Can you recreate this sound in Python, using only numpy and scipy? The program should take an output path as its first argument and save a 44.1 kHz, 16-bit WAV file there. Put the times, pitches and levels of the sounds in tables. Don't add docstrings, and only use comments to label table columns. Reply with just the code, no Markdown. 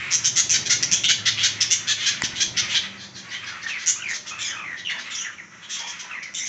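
import sys
import numpy as np
from scipy import signal
from scipy.fft import rfft, irfft, next_fast_len
from scipy.io import wavfile
from scipy.ndimage import uniform_filter1d

SR = 44100
rng = np.random.default_rng(int(sys.argv[2]) if len(sys.argv) > 2 else 0)


def master(y):
    cut = np.clip(np.atleast_2d(y).T, -1, 1)
    pcm = np.round(cut * 32767)
    wavfile.write(sys.argv[1], SR, pcm.astype(np.int16))


N = 286120


def gain_of(db):
    return 10 ** (np.asarray(db) / 20)


def unit_rms(x):
    return x / np.sqrt(np.mean(x ** 2) + 1e-20)


def value_at(points, hz):
    f, value = np.transpose(points)
    return np.interp(np.log(hz + 1), np.log(f + 1), value)


def colour(x, points):
    size = next_fast_len(len(x))
    response = gain_of(value_at(points, np.fft.rfftfreq(size, 1 / SR)))
    return irfft(rfft(x, size) * response, size)[:len(x)]


def add(mix, start, sound):
    part = mix[round(start * SR):][:len(sound)]
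    part += sound[:len(part)]


def resonate(x, hz, width_hz):
    carrier = np.exp(2j * np.pi * np.cumsum(hz * np.ones(len(x))) / SR)
    r = np.exp(-np.pi * width_hz / SR)
    return 2 * (carrier * signal.lfilter([(1 - r) ** 2], [1, -2 * r, r * r], x / carrier)).real


def wobble(size, samples):
    return unit_rms(uniform_filter1d(uniform_filter1d(rng.standard_normal(size), samples), samples))


def rumble():
    # frequency in Hz, relative level in dB.
    spectrum = [(12, -59), (20, -26.5), (50, -26.5), (100, -1), (160, 13.5), (260, -3.5), (430, 2),
                (700, -12.5), (1000, -13.5), (1500, -29.5)]
    # time in seconds, level in dB.
    envelope = [(0, -44), (.78, -37.5), (.99, -40), (1.99, -45.5), (2.6, -40.5), (2.95, -46), (3.79, -52.5),
                (4.73, -48.5), (4.93, -53), (6.07, -55.5), (6.49, -54)]
    # offset in dB, drift in dB per second.
    bands = [(3.5, -0.1), (2.5, 0.59), (-5, 0.66)]
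    t, out = np.arange(N) / SR, np.zeros(N)
    noise = colour(rng.standard_normal(N), spectrum)
    level_db = np.interp(t, *np.transpose(envelope))
    for edges_hz, (db, drift) in zip([(15, 130), (130, 450), (450, 1100)], bands):
        band = signal.sosfilt(signal.butter(2, edges_hz, "bandpass", fs=SR, output="sos"), noise)
        out += gain_of(level_db + db + drift * t) * unit_rms(band)
    return out


def hum():
    # start in seconds, length in seconds, frequency in Hz, level in dB.
    tones = [(1.1, 1, 106, -43), (2.78, 0.54, 195, -45), (4.3, 0.67, 106.4, -55), (0.552, .4, 429, -53),
             (1.621, .2, 384, -53), (4.15, .17, 609, -55), (4.919, 0.32, 240, -54)]
    out, fade_db = np.zeros(N), -12
    for start, length, hz, db in tones:
        t = np.arange(0, length, 1 / SR)
        pitch_hz = hz * (1 + .014 * wobble(len(t), 3000))
        tone = np.sqrt(2) * np.sin(2 * np.pi * np.cumsum(pitch_hz) / SR)
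        add(out, start, gain_of(db + fade_db * t / length) * tone * signal.windows.tukey(len(t), .3))
    return out


def far_flock():
    # frequency in Hz, relative level in dB.
    spectrum = [(900, -55.5), (1500, 6), (3000, -0.5), (4300, -4.5), (5200, 23), (5800, 29), (6500, 24.5),
                (7400, 6), (8000, -20)]
    return gain_of(-56) * unit_rms(colour(rng.standard_normal(N), spectrum))


def walls(x):
    # frequency in Hz, time to decay by 60 dB in seconds.
    decay_times = [(500, 0.59), (1500, 0.16), (3000, 0.39), (5000, 0.36), (8000, 0.27)]
    cycle, out = 2 * np.pi * 1.2 * np.arange(N) / SR, np.zeros(N)
    for turn in range(4):
        taps = np.zeros(SR // 2)
        slots = np.arange(260, len(taps) - 20, 20)
        taps[slots + rng.integers(0, 20, len(slots))] = rng.choice([-1., 1.], len(slots))
        hz, t, bands = signal.stft(taps, SR, nperseg=256)
        decay = gain_of(-60 * t / value_at(decay_times, hz)[:, None])
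        tail = signal.istft(bands * decay, SR, nperseg=256)[1]
        share = np.maximum(np.cos(cycle - turn * np.pi / 2), 0)
        out += signal.fftconvolve(x * share, tail / np.linalg.norm(tail))[:N]
    return out


def syrinx(hz, breath):
    turns = np.cumsum(hz) / SR
    harmonics = sum(np.cos(2 * np.pi * k * turns) * (k * hz < 9000) for k in range(1, 16))
    return (1 - breath) * unit_rms(harmonics) + breath * rng.standard_normal(len(hz))


def chatter():
    # time in seconds, vocal effort in dB.
    effort = [(0, -26.5), (.32, -41), (.96, -32.5), (1.15, -58), (1.25, -32.5), (1.82, -36), (2.09, -27),
              (2.22, -33.5), (2.491, -39), (2.73, -26.5), (3.07, -47.5), (3.36, -34), (3.962, -38.5),
              (4.19, -47), (4.41, -32), (4.84, -45.5), (5.1, -29), (5.4, -47.5), (5.96, -32.5),
              (6.49, -53.5)]
    effort_db = np.interp(np.arange(N) / SR, *np.transpose(effort))
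    beak_hz = 2116 + 37.5 * (effort_db + 30.5)
    source = syrinx(640 * (1 + .08 * wobble(N, 2500) + .01 * wobble(N, 200)), breath=.75)
    flutter_db = 3 * wobble(N, 900)
    return gain_of(effort_db + flutter_db) * unit_rms(resonate(source, beak_hz, 1520))


def whistle(length, db, first_hz, last_hz):
    # first pitch of the note in Hz, level of its octave against the fundamental in dB.
    octave = [(1000, -10), (1300, 4.5), (1800, -18), (2500, -31.5), (3600, -3), (5000, -25)]
    size = int(length * SR)
    glide_hz = first_hz * (last_hz / first_hz) ** np.linspace(0, 1, size)
    hz = glide_hz * (1 + .027 * wobble(size, 200))
    phase = 2 * np.pi * np.cumsum(hz) / SR
    tone = np.sin(phase) + gain_of(value_at(octave, first_hz)) * np.sin(2 * phase)
    breath = unit_rms(resonate(rng.standard_normal(size), hz, 570))
    shimmer = gain_of(db + 3.6 * wobble(size, 150))
    return shimmer * (tone + .54 * breath) * signal.windows.tukey(size, .35)


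def box_knocks():
    # time in seconds, gain in dB.
    knocks = [(2.221, -7), (2.276, -34)]
    # frequency in Hz, relative level in dB, time to decay by 60 dB in seconds.
    modes = [(300, -26, .012), (1100, -15, .01), (2000, 0, .009), (3400, -12, .004), (4900, -5, .004),
             (6800, -8, .004)]
    # frequency in Hz, gain in dB.
    radiation = [(150, -24), (900, 0)]
    out, t, lead_s = np.zeros(N), np.arange(3000) / SR, .01
    ring = sum(gain_of(db - 60 * t / t60) * np.sin(2 * np.pi * hz * t) for hz, db, t60 in modes)
    knock = colour(np.pad(ring, (round(lead_s * SR), 0)), radiation)
    for start, db in knocks:
        add(out, start - lead_s, gain_of(db) * knock)
    return out


def air_puffs():
    # start in seconds, level in dB, length in seconds.
    puffs = [(.899, -37, 0.061), (2.234, -22, 0.0069), (2.329, -37, .019), (2.475, -33, 0.011),
             (2.512, -42, .015), (2.548, -47, 0.018), (2.615, -41, 0.034)]
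    out = np.zeros(N)
    for start, db, length in puffs:
        size = int(length * SR)
        puff = unit_rms(resonate(rng.standard_normal(4000), hz=118, width_hz=200))
        add(out, start, gain_of(db) * puff[:size] * np.hanning(size))
    return out


def chirp(upper_db, lower_db, throat_db, length, buzz):
    t = np.arange(int(.2 * SR)) / SR
    nominal_hz = np.array([5860 * (1 + .0391 * buzz), 3268])
    upper_hz, lower_hz = nominal_hz * (1 + .023 * rng.standard_normal(2))
    source = syrinx(rng.uniform(640, 860) * (1 + .05574 * wobble(len(t), 83)), breath=.46)

    burst_hz = 155 * (1 + 5 * t + .03 * wobble(len(t), 200))
    bursts = np.cumsum(burst_hz) / SR
    closure = np.clip(.7 - 1.6 * np.cos(2 * np.pi * (bursts - .3)), 0, 1)
    puffs = 1 - buzz * np.exp(-(t / .04) ** 2) * closure
    swell = np.clip(t / (.33 * length), 0, 1)
    abruptness = buzz ** 4

    opening = .94 + .087 * np.tanh(t / .027)
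    flick = 1 - .065 * np.cos(2 * np.pi * bursts)
    dip = .3 * abruptness * np.exp(-t / .03)
    upper_path_hz = upper_hz * opening * flick
    upper = gain_of(upper_db) * unit_rms(resonate(source, upper_path_hz, 850))
    rasp = gain_of(throat_db + 1.5) * unit_rms(resonate(source, 4500, 1500))
    lower = gain_of(lower_db) * unit_rms(resonate(source, lower_hz * (opening - dip), 1100))
    tone_hz = upper_path_hz * (1 + .024 * wobble(len(t), 60))
    tone = 1.3 * abruptness * gain_of(upper_db) * np.sin(2 * np.pi * np.cumsum(tone_hz) / SR)
    beak = (upper - rasp + lower + tone) * (abruptness + (1 - abruptness) * swell)
    throat_hz = rng.uniform(1720, 1750) * (1 + .14 * np.exp(-t / .03))
    throat = gain_of(throat_db + 1) * unit_rms(resonate(source, throat_hz, 690)) * swell ** .68

    attack = np.minimum(t / .001, 1)
    release = gain_of(-1250 * np.maximum(t - length, 0))
    return puffs * attack * release * (beak - throat)


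def scene():
    # start in seconds, relative levels of the upper, lower and throat
    # resonances in dB, length before the release in seconds, buzz from 0 to 1.
    chirps = [(0.105, -16.5, -23.5, -26.5, 0.046, .7), (0.123, -10, -21, -44, 0.033, 0.86),
              (0.238, -9.5, -17, -33, 0.04, 0.63), (0.3553, -10, -17.5, -23.5, 0.049, 0.52),
              (0.494, -9.5, -17.5, -32, 0.035, 0.9), (0.533, -12.5, -18, -20.5, 0.031, 0.16),
              (0.654, -20.5, -22, -27.5, 0.023, 0.43), (0.6924, -11.5, -19, -19.5, 0.043, 0),
              (0.8254, -6.5, -18.5, -21.5, 0.011, 0.58), (0.914, -8, -13.5, -29, 0.03, 0.89),
              (1.035, -16.5, -8.5, -43, 0.023, 0.63), (1.082, -13, -10, -15.5, 0.034, 0.5),
              (1.253, -14.5, -13, -18.5, 0.038, 0.3), (1.374, -29.5, -15, -29.5, 0.046, 0.86),
              (1.4252, -13.5, -13.5, -20, 0.04, 0.05), (1.6037, -8.5, -13, -26, 0.025, 0.5),
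              (1.704, -8.5, -13.5, -26.5, 0.031, 0.65), (1.8675, -18.5, -15, -23.5, 0.057, 0.45),
              (1.981, -31, -24, -34, 0.074, 0), (2.054, -16.5, -17.5, -22, 0.041, 0),
              (2.23, -19.5, -20.5, -27.5, 0.027, 0.03), (2.345, -31, -23.5, -35, 0.05, 0.55),
              (2.399, -13, -15, -22.5, 0.031, 0.22), (2.5646, -15, -16.5, -22, 0.039, 0.23),
              (2.6864, -27.5, -20.5, -34, .052, 0.5), (2.7393, -20, -11.5, -22, .038, .35),
              (2.981, -43.5, -37.5, -39, 0.074, .35), (3.145, -39, -40, -41, .06, 0),
              (3.2984, -35.5, -31, -40, 0.051, .35), (3.455, -36.5, -34, -35.5, 0.045, 0.44),
              (3.6226, -34.5, -38, -37, 0.022, .35), (3.663, -34.5, -28.5, -41, 0.043, 0),
              (3.771, -37, -37, -38, 0.072, .35), (3.86, -12, -24.5, -28, 0.047, 0.77),
              (4.08, -28, -40, -35, 0.038, 0.75), (4.13, -26, -33.5, -32.5, 0.037, 0.1),
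              (4.257, -30, -32, -41.5, 0.045, 0.3), (4.383, -34, -26, -57, 0.025, 0.7),
              (4.405, -25, -24.5, -65, .027, .35), (4.765, -41, -34.5, -42.5, 0.042, 0.25),
              (4.892, -34, -23, -36, 0.028, 0.5), (4.976, -38, -37, -37, 0.045, 0.2),
              (5.099, -35, -29.5, -48, 0.031, 0.1), (5.143, -24.5, -38, -40, .02, 0.4),
              (5.617, -47, -34.5, -73, .036, 0.56), (5.686, -27, -28, -47, 0.082, 0),
              (5.785, -27, -44, -34, 0.02, 0.2), (5.862, -30, -53, -43, 0.048, 0),
              (5.987, -30, -32.5, -44, 0.029, 0.03), (6.225, -31, -37, -39.5, 0.014, 0.44),
              (6.338, -26, -29.5, -64, 0.061, 0.9), (6.454, -27, -31.5, -39, 0.028, 0.2)]
    # start and
    # length in seconds, level in dB, first and last pitch in Hz.
    glides = [(0, 0.064, -37, 2100, 2500), (.06, .07, -38, 2700, 2014), (0.949, 0.035, -33, 3300, 3600),
              (1.052, 0.028, -26, 2630, 4050), (1.171, 0.062, -40.5, 1930, 1318),
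              (1.525, 0.094, -44, 2600, 2000), (1.865, 0.058, -44, 1636, 1133),
              (2.005, .082, -32.5, 3060, 3130), (2.1, 0.075, -40.5, 1724, 1480),
              (2.702, 0.061, -48, 990, 934), (2.974, 0.041, -45, 4800, 3960),
              (3.134, 0.043, -41.5, 4800, 4060), (3.286, 0.044, -45, 4970, 4000),
              (3.31, .072, -34.5, 1973, 1988), (3.322, 0.072, -38.5, 2963, 3270),
              (3.439, .04, -49, 5170, 4040), (3.45, 0.14, -39.5, 1750, 1270),
              (3.611, 0.036, -46, 4940, 4050), (3.625, 0.097, -33.5, 1850, 1797),
              (3.681, .12, -33.5, 3005, 1794), (3.807, 0.075, -37, 2060, 1944),
              (3.955, 0.085, -42, 1240, 1594), (4.012, 0.14, -30, 2903, 1706),
              (4.3, 0.1, -42.5, 1303, 1299), (4.38, 0.16, -36, 3723, 2980),
              (4.414, 0.17, -37.5, 2594, 1362), (4.425, .07, -37, 5400, 4980),
              (4.439, 0.082, -38, 6660, 5860), (4.5, 0.0505, -41.5, 1754, 1306),
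              (4.547, .11, -40, 1287, 1199), (4.627, .14, -35, 2224, 1753),
              (4.742, 0.11, -42.5, 1860, 2000), (4.846, 0.054, -28, 3120, 2730),
              (4.891, 0.046, -29.5, 2300, 1745), (4.949, .06, -35.5, 1885, 1590),
              (4.938, 0.052, -48, 980, 835), (4.92, 0.12, -54, 668, 616), (5.066, 0.028, -38, 2270, 2000),
              (5.038, .29, -51, 1206, 1430), (5.099, 0.17, -37.5, 3702, 2735),
              (5.141, 0.089, -32, 5210, 6690), (5.236, 0.076, -36, 2200, 1446),
              (5.377, 0.039, -36.5, 2367, 1844), (5.693, 0.071, -41, 3670, 3600),
              (5.741, 0.2, -41.5, 3270, 3265), (5.84, 0.05, -41, 2350, 2340), (5.789, .11, -46.5, 898, 971),
              (6.015, 0.073, -46, 980, 996), (6.089, .1, -43.5, 1500, 1038),
              (6.109, 0.033, -36, 2630, 2495), (6.134, 0.071, -34.5, 2118, 1960),
              (6.196, 0.11, -40, 2450, 1906), (6.344, 0.053, -35, 3610, 3530),
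              (6.365, .11, -38.5, 2022, 2180), (6.385, 0.1, -35, 5570, 6420)]
    # frequency in Hz, gain in dB.
    radiation = [(200, -76.5), (600, -41.5), (950, -10.5), (1400, -7.5), (9000, -7)]
    near, to_walls, notes = np.zeros((3, N))
    knocks_and_puffs = box_knocks() + air_puffs()
    for start, *call in chirps:
        sound = chirp(*call)
        faintness_db = np.clip(-10 * np.log10(np.mean(sound ** 2)) - 25, 0, 30)
        add(near, start, sound)
        add(to_walls, start, sound * gain_of(-5.5 + .24 * faintness_db))
    for start, *note in glides:
        add(notes, start, whistle(*note))
    blur = colour(chatter(), radiation)
    direct = colour(near, radiation) + notes + blur + knocks_and_puffs
    incident = colour(to_walls, radiation) + gain_of(-3) * notes + blur + gain_of(-13) * knocks_and_puffs
    return (direct + walls(incident) + rumble() + far_flock() + hum())[None]


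def record(dry):
    # frequency in Hz, gain in dB.
    mic_low = [(15, -10), (70, 0), (6000, 0)]
    mic_high = [(7000, 4.5), (7600, 8), (8000, -7.5), (8500, -13)]
    low_pass = [(20, 0), (8200, 0), (8700, -40), (22050, -60)]
    sideband_filter = [(7900, -73.5), (8600, -39), (10300, -37.5), (12000, -40), (12600, -67.5),
                       (14200, -44), (15400, -66.5)]
    ceiling, shift_hz, cutoff_hz = .7, 4000, 15700
    rounded = ceiling * np.tanh(colour(dry[0], mic_low + mic_high) / ceiling)
    band = colour(rounded, low_pass)
    treble = signal.sosfilt(signal.butter(8, shift_hz, "highpass", fs=SR, output="sos"), band)
    phase = 2 * np.pi * shift_hz * np.arange(N) / SR
    sidebands = colour(2 * treble * (np.cos(phase) + np.cos(2 * phase)), sideband_filter)
    edge = signal.firwin(511, cutoff_hz, window=("kaiser", 9), fs=SR)
    return signal.oaconvolve(band + sidebands, edge, "same")[None]


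dry = scene()
out = record(dry)
master(out)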